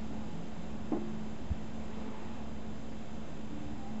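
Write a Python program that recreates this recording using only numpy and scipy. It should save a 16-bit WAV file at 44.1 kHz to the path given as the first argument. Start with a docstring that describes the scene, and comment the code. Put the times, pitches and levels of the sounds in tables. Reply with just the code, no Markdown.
"""At the open door of a machining centre's sheet-metal cabin, table and head moving without cutting.
Fans hiss, a motor hums and the servo drives whine faintly. The slides rumble as they travel,
ringing the covers at one resonance after another. A steel cover clunks, bounces and rattles
the cabin panels, and a dull low thump follows."""
import sys
import numpy as np
from scipy import signal
from scipy.fft import rfft, irfft
from scipy.io import wavfile
from scipy.ndimage import uniform_filter1d

SR = 44100
rng = np.random.default_rng(int(sys.argv[2]) if len(sys.argv) > 2 else 0)


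def master(y):
    """Save y as 16-bit WAV."""
    cut = np.clip(np.atleast_2d(y).T, -1, 1)
    pcm = np.round(cut * 32767)  # scale
    wavfile.write(sys.argv[1], SR, pcm.astype(np.int16))


N = 176400
TOP_HZ = 7720  # upper edge of the noises and of the recorder


def undb(db):
    """Decibels to gain."""
    return 10 ** (np.asarray(db) / 20)


def unit(x):
    """Scale to rms 1."""
    return x / np.sqrt(np.mean(x ** 2))


def walk(rate_hz):
    """Smooth random drift with a spread near 1."""
    hold = int(SR / rate_hz)
    steps = np.repeat(rng.standard_normal(N // hold + 1), hold)
    return 1.28 * uniform_filter1d(uniform_filter1d(steps, hold), hold)[:N]


def bell(t, middle_s, half_s):
    """A smooth rise and fall, down to 1/e at half_s either side of the middle."""
    return np.exp(-((t - middle_s) / half_s) ** 2)


def freqs():
    """Frequency of each spectrum bin, at least 1 Hz."""
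    return np.maximum(np.arange(N // 2 + 1) * SR / N, 1)


def noise(spectrum):
    """Noise of rms 1 shaped by (freq_hz, relative_db) points, rolled off above TOP_HZ."""
    hz, db = np.array(spectrum).T
    shape = undb(np.interp(np.log(freqs()), np.log(hz), db))
    rolloff = np.hypot(1, (freqs() / TOP_HZ) ** 10)
    return unit(irfft(rfft(rng.standard_normal(N)) * shape / rolloff, N))


def resonance(hz, width_hz):
    """A steep resonance driven by noise, at rms 1."""
    peak = 1 / (1 + ((freqs() - hz) / (.5 * width_hz)) ** 2)
    return unit(irfft(rfft(rng.standard_normal(N)) * peak, N))


def tone(hz, wander, flutter_db):
    """A tone of rms 1 that wavers in level and, by the fraction wander, in pitch."""
    pitch_hz = hz * (1 + wander * walk(22))
    phase = 2 * np.pi * (np.cumsum(pitch_hz) / SR + rng.random())
    return unit(undb(flutter_db * walk(11)) * np.sin(phase))


def fans():
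    """Rushing air: octave bands swell together and flicker alone."""
    # spectrum of the fan air: freq_hz, relative_db
    air_spectrum = [(20, -2), (55, 0.5), (90, 0), (125, -1.5), (190, 0), (260, 1), (400, -6), (510, -9),
                    (650, -9), (850, -10.5), (1200, -17), (2000, -21.5), (3500, -25.5), (5000, -29.5),
                    (7700, -28)]
    level_db, swell_db, flicker_db = -46, -0.54, 0.43
    air = rfft(noise(air_spectrum))
    swell = walk(1.6)
    octave = np.clip(np.log2(freqs() / 30), 0, 8)
    out = 0
    for k in range(9):
        band = irfft(air * np.maximum(1 - abs(octave - k), 0), N)
        out += band * undb(swell_db * swell + flicker_db * walk(12))
    return undb(level_db) * out


def servos(t):
    """The drives whine, thin and steady, at multiples of their switching rate."""
    # partials of the whine: multiple
    multiples = (6, 7, 8, 12, 14, 15, 17)
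    # rms of each partial: level_db
    levels = (-75, -75, -77, -81.5, -77.5, -94.5, -85)
    switching_hz = 444.44
    return sum(undb(db) * np.sqrt(2) * np.sin(2 * np.pi * (k * switching_hz * t + rng.random()))
               for k, db in zip(multiples, levels))


def motors(t):
    """A motor hum swells and sinks, with rougher tones beside it."""
    # course of the hum: time_s, level_db
    hum_levels = [(0.04, -44), (0.18, -43), (0.41, -52), (0.67, -46), (1.25, -41), (1.41, -51), (1.58, -45),
                  (2.12, -46), (2.16, -51), (2.75, -47), (2.82, -55), (3.03, -44), (3.05, -51), (3.22, -44),
                  (3.31, -55), (3.43, -46), (3.85, -50), (3.96, -42)]
    # weaker motor and fan tones: pitch_hz, level_db
    side_tones = [(72, -55.5), (142, -62), (168, -59.5), (533.5, -64), (607, -73.5), (712, -68)]
    hum_db = np.interp(t, *np.array(hum_levels).T)
    hum = undb(hum_db) * tone(hz=216.9, wander=.002, flutter_db=0.9)
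    return hum + sum(undb(db) * tone(hz, wander=.00592, flutter_db=2.5) for hz, db in side_tones)


def slides(t):
    """The travelling slides ring the covers, which also brush past each other."""
    # spectrum of the brushing covers: freq_hz, relative_db
    brush_spectrum = [(200, -10.5), (450, -0.5), (1000, -1), (1500, -10), (2400, -11), (4500, -25),
                      (8000, -37)]
    # resonances rung by the travel: middle_s, half_length_s, pitch_hz, width_hz, level_db
    resonances = [(.12, .1, 280, 40, -53), (0.227, 0.16, 840, 91.4, -56), (.36, 0.11, 170, 14, -48.5),
                  (0.574, 0.081, 167, 14, -47), (0.582, .15, 740, 90, -59.5), (1.194, 0.16, 168, 19, -52),
                  (2.195, 0.71, 53.8, 11, -58.5), (2.05, 0.17, 433.6, 70, -53.5),
                  (2.208, 0.28, 840, 110, -59), (2.048, .1, 258, 30, -52), (2.418, 0.11, 246, 26, -51),
                  (2.892, 0.066, 255, 22, -48), (3.205, .06, 243.3, 30, -46), (3.638, 0.2, 296, 12, -48),
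                  (3.694, 0.44, 127.3, 40, -55.5), (3.863, 0.1, 790, 80, -55)]
    brush_db, roughness_db = -54, -5.5
    out = undb(brush_db) * bell(t, middle_s=2.15, half_s=.34) * noise(brush_spectrum)
    for middle_s, half_s, hz, width_hz, db in resonances:
        sing = tone(hz, wander=.25 * width_hz / hz, flutter_db=2.0)
        roughness = undb(roughness_db) * resonance(hz, 2 * width_hz)
        out += undb(db) * bell(t, middle_s, half_s) * unit(sing + roughness)
    return out


def thump(t):
    """A soft, heavily damped low bump with a weaker knock in it and a deep swell behind."""
    bump_s, half_s, bump_hz, bump_db = 1.517, 0.013, 73, -24
    knock_hz, knock_relative_db = 163, -15.5
    swell_s, swell_hz, swell_db = 1.545, 24, -42
    turn = 2 * np.pi * (t - bump_s)
    knock = undb(knock_relative_db) * np.sin(knock_hz * turn)
    bump = undb(bump_db) * bell(t, bump_s, half_s) * (np.sin(bump_hz * turn) + knock)
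    swell = bell(t, swell_s, 2 * half_s) * np.cos(2 * np.pi * swell_hz * (t - swell_s))
    return bump + undb(swell_db) * swell


def cover(t):
    """A steel cover clunks and bounces; each blow rings its modes and shakes the cabin panels."""
    # the clunk and its bounces: start_s, strength_db
    blows = [(0.9191, 1), (.9315, -1.5), (0.9459, -10), (0.9503, -8), (0.9647, -4), (1.017, -15.5)]
    # modes of the cover: pitch_hz, relative_db, t60_s
    modes = [(252, -30.5, 0.12), (304, -21.5, 0.078), (346, -36.5, 0.61), (412, -38.5, 0.085),
             (610, -39, .1), (714, -39, 0.12), (786, -40, 0.09), (1043, -48, .1)]
    # spectrum of the rattling panels: freq_hz, relative_db
    rattle_spectrum = [(120, -19), (300, -1), (480, -8.5), (680, -6.5), (900, -10.5), (1200, -15.5),
                       (2000, -26.5), (4000, -49)]
    rattle_relative_db, rattle_t60_s = -38, 0.099
    contact_s, ring_build_s = 0.0012, 0.0018
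    out = 0
    for start_s, strength_db in blows:
        age = np.maximum(t - start_s, 0)
        rise = lambda rise_s: 1 - np.exp(-age / rise_s)
        fade = lambda t60_s: np.exp(-np.log(1000) * age / t60_s)
        ring = sum(undb(db) * fade(t60_s) * np.sin(2 * np.pi * hz * age) for hz, db, t60_s in modes)
        rattle = undb(rattle_relative_db) * fade(rattle_t60_s) * noise(rattle_spectrum)
        out += undb(strength_db) * (rise(contact_s) * rattle - rise(ring_build_s) * ring)
    return out


def scene():
    """All sources in mono, from a microphone at the open cabin door."""
    t = np.arange(N) / SR
    return (motors(t) + servos(t) + fans() + slides(t) + cover(t) + thump(t))[None]


def record(dry):
    """The microphone has narrow treble dips; the recorder cuts the top and sits slightly off zero."""
    # dips in the microphone's response: freq_hz, width_hz, depth_db
    mic_dips = [(4383, 55, -22), (5254, 60, -13.5), (5860, 133, -24.5), (6640, 90, -11)]
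    dc_offset = .0166
    response_db = sum(db * np.exp(-abs(freqs() - hz) / width_hz) for hz, width_hz, db in mic_dips)
    picked_up = irfft(rfft(dry) * undb(response_db), N)
    lowpass = signal.ellip(12, .2, 70, TOP_HZ, fs=SR, output="sos")
    return dc_offset + signal.sosfilt(lowpass, picked_up)


dry = scene()
out = record(dry)
master(out)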